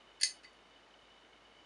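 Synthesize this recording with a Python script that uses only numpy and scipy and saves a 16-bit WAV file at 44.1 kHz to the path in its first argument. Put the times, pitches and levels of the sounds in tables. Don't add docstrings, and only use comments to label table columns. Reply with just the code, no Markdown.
import sys
import numpy as np
from scipy import signal
from scipy.fft import rfft, irfft
from scipy.io import wavfile

SR = 44100
rng = np.random.default_rng(int(sys.argv[2]) if len(sys.argv) > 2 else 0)


def unload_audio(sound):
    columns = np.transpose(np.atleast_2d(sound))
    steps = np.round(np.clip(columns, -1, 1) * 32767)
    wavfile.write(sys.argv[1], SR, steps.astype(np.int16))


N = 72765

# (f/Hz, relative spectral level/dB)
HISS_SPECTRUM = [(30, -30), (77, -14), (157, -8.5), (330, -3), (800, -3.5), (1500, -6.5), (2500, -10),
                 (4200, -16), (7000, -24), (7900, -31.5), (8500, -28.5), (10000, -31), (11500, -28.5)]
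# (f/Hz, width/Hz, level before flicker/dB)
WHINE_BANDS = [(2182, 60, -79.5), (2984, 96.5, -71), (3675, 140, -79), (4570, 43, -87)]
# (t/s, drive level/dB, tilt/(dB per octave), favoured f/Hz, boost/dB, boost width/octaves)
KNOCKS = [(.2118, -46.5, 5.5, 10200, 12, .15), (.2327, -23.5, -1, 4500, 5.5, .15),
          (.2352, -33, 2, 9200, 13, 0.11), (0.4454, -69, -14.5, 4581, 24, .015),
          (.4485, -65, -8, 2035, 17, .05), (.5315, -76, 3, 10000, 14.5, .025)]
# (start t/s, length/s, nominal drive level/dB, swell/dB, tilt/(dB per octave),
#  favoured f/Hz, boost/dB, boost width/octaves)
SLIPS = [(0.199, .009, -62.5, 5.5, -4.5, 4581, 3.5, .05), (0.21, 0.012, -51.5, 2, -5.5, 4581, 11, .05),
         (0.433, 0.012, -74, -1, -9.5, 2584, 10, .05)]
# (f/Hz, relative level/dB, t60/s)
STEEL_MODES = [(1736, -11.5, 0.047), (2035, -11, 0.051), (2584, -9.5, 0.044), (2990, -7.5, 0.011),
               (3900, -9, 0.017), (4158, -4.5, 0.023), (4500, 4, 0.0088), (4581, -4, 0.057),
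               (4730, -5.5, 0.024), (5240, -17, 0.19), (5000, -1, 0.0148), (5900, -9, .015),
               (6312, -13, 0.16), (6376, -8, 0.056), (6503, -5, 0.037), (7050, -4, 0.038),
               (7480, -17.5, 0.045), (8680, -4.5, 0.034), (8990, -41, .22), (9150, -7, 0.016),
               (10000, -9.5, 0.02), (10300, -20, 0.077), (10770, -14, 0.018), (11300, -24, .05),
               (12700, 7.5, 0.093), (13300, -22, 0.056)]

HUM_HZ, HUM_DB, HUM_WAVER_DB, HUM_WAVER_RATE_HZ = 51.6, -79.5, -1.45, 6
HISS_DB = -63.5
FLICKER_DB, FLICKER_RATE_HZ = 3, 66.4
ROOM_DB, ROOM_T60_S, ROOM_BUILD_S, ROOM_LENGTH_S = -30, 0.2, 0.0083, 0.36
SLIP_GRAINS_PER_S, GRAIN_SPREAD_DB = 3400, 1
MODE_CHANCE_DB, TILT_ABOUT_HZ = 1.0, 4500
CRACK_DB, CRACK_T60_S, CRACK_LENGTH_S = -9, 0.028, 0.03
LOW_EDGE_HZ = 1455
ROLL_OFF_HZ, ROLL_OFF_DB = 12020, 34
CUTOFF_HZ, CUTOFF_DB = 13600, 70


def amp(db):
    return 10 ** (np.asarray(db) / 20)


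def rms_one(x):
    return x / np.sqrt(np.mean(x ** 2) + 1e-20)


def drift(rate_hz):
    r = np.exp(-2 * np.pi * rate_hz / SR)
    noise = rng.standard_normal(N + SR)
    smooth = signal.lfilter([1], [1, -2 * r, r * r], noise)
    return rms_one(smooth[SR:])


def ring(force, hz, t60):
    r = amp(-60 / (t60 * SR))
    w = 2 * np.pi * hz / SR
    return signal.lfilter([0, np.sin(w)], [1, -2 * r * np.cos(w), r * r], force + 1e-18)


def dying_noise(t60, length):
    t = np.arange(int(length * SR)) / SR
    return rng.standard_normal(len(t)) * amp(-60 * t / t60)


def hum():
    t = np.arange(N) / SR
    level = amp(HUM_DB + HUM_WAVER_DB * drift(HUM_WAVER_RATE_HZ))
    return np.sqrt(2) * level * np.sin(2 * np.pi * HUM_HZ * t)


def hiss():
    hz, db = np.transpose(HISS_SPECTRUM)
    log_hz = np.log(np.arange(N // 2 + 1) * SR / N + 1)
    weight = amp(np.interp(log_hz, np.log(hz), db))
    spectrum = rfft(rng.standard_normal(N)) * weight
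    return amp(HISS_DB) * rms_one(irfft(spectrum, N))


def whines():
    total = 0
    for hz, width, db in WHINE_BANDS:
        t60 = np.log(1000) / (np.pi * width * 1.5)
        once = ring(rng.standard_normal(N), hz, t60)
        twice = ring(once, hz, t60)
        total = total + amp(db) * rms_one(twice)
    return total * amp(FLICKER_DB * drift(FLICKER_RATE_HZ))


def room(x):
    tail = dying_noise(ROOM_T60_S, ROOM_LENGTH_S)
    build = np.minimum(np.arange(len(tail)) / SR / ROOM_BUILD_S, 1)
    return amp(ROOM_DB) * signal.fftconvolve(x, tail * build)[:N]


def colour_db(hz, tilt, favoured_hz, boost_db, octaves):
    distance = np.log2(hz / favoured_hz) / octaves
    return tilt * np.log2(hz / TILT_ABOUT_HZ) + boost_db * np.exp(-distance ** 2)


def knock(start, db):
    return amp(db) * (np.arange(N) == int(start * SR))


def slip(start, length, db, swell_db):
    part = (np.arange(N) / SR - start) / length
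    grains = (rng.random(N) < SLIP_GRAINS_PER_S / SR) * rng.choice([-1, 1], N)
    spread_db = GRAIN_SPREAD_DB * np.minimum(rng.exponential(1, N), 3)
    slope_db = swell_db * (np.clip(part, 0, 1) - 1.5)
    sizes = amp(spread_db + db + slope_db)
    return grains * sizes * (part >= 0) * (part < 1)


def contacts():
    knocks = [(knock(start, db), colour) for start, db, *colour in KNOCKS]
    slips = [(slip(start, length, db, swell_db), colour)
             for start, length, db, swell_db, *colour in SLIPS]
    return knocks + slips


def slide():
    touches = contacts()
    chance = rng.standard_normal((len(touches), len(STEEL_MODES)))
    ringing = 0
    for k, (hz, db, t60) in enumerate(STEEL_MODES):
        drive = 0
        for j, (force, colour) in enumerate(touches):
            drive = drive + force * amp(db + colour_db(hz, *colour) + MODE_CHANCE_DB * chance[j, k])
        ringing = ringing + (-1) ** k * ring(drive, hz, t60)
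    all_forces = sum(force for force, _ in touches)
    crack = signal.fftconvolve(all_forces, dying_noise(CRACK_T60_S, CRACK_LENGTH_S))[:N]
    high_pass = signal.butter(12, LOW_EDGE_HZ, "high", fs=SR, output="sos")
    return signal.sosfilt(high_pass, ringing + amp(CRACK_DB) * crack)


def scene():
    steel = slide()
    background = hum() + hiss() + whines()
    return (background + room(steel) + steel)[None]


def record(dry):
    roll_off = signal.cheby2(6, ROLL_OFF_DB, ROLL_OFF_HZ, fs=SR, output="sos")
    cut = signal.cheby2(12, CUTOFF_DB, CUTOFF_HZ, fs=SR, output="sos")
    return signal.sosfilt(cut, signal.sosfilt(roll_off, dry))


dry = scene()
out = record(dry)
unload_audio(out)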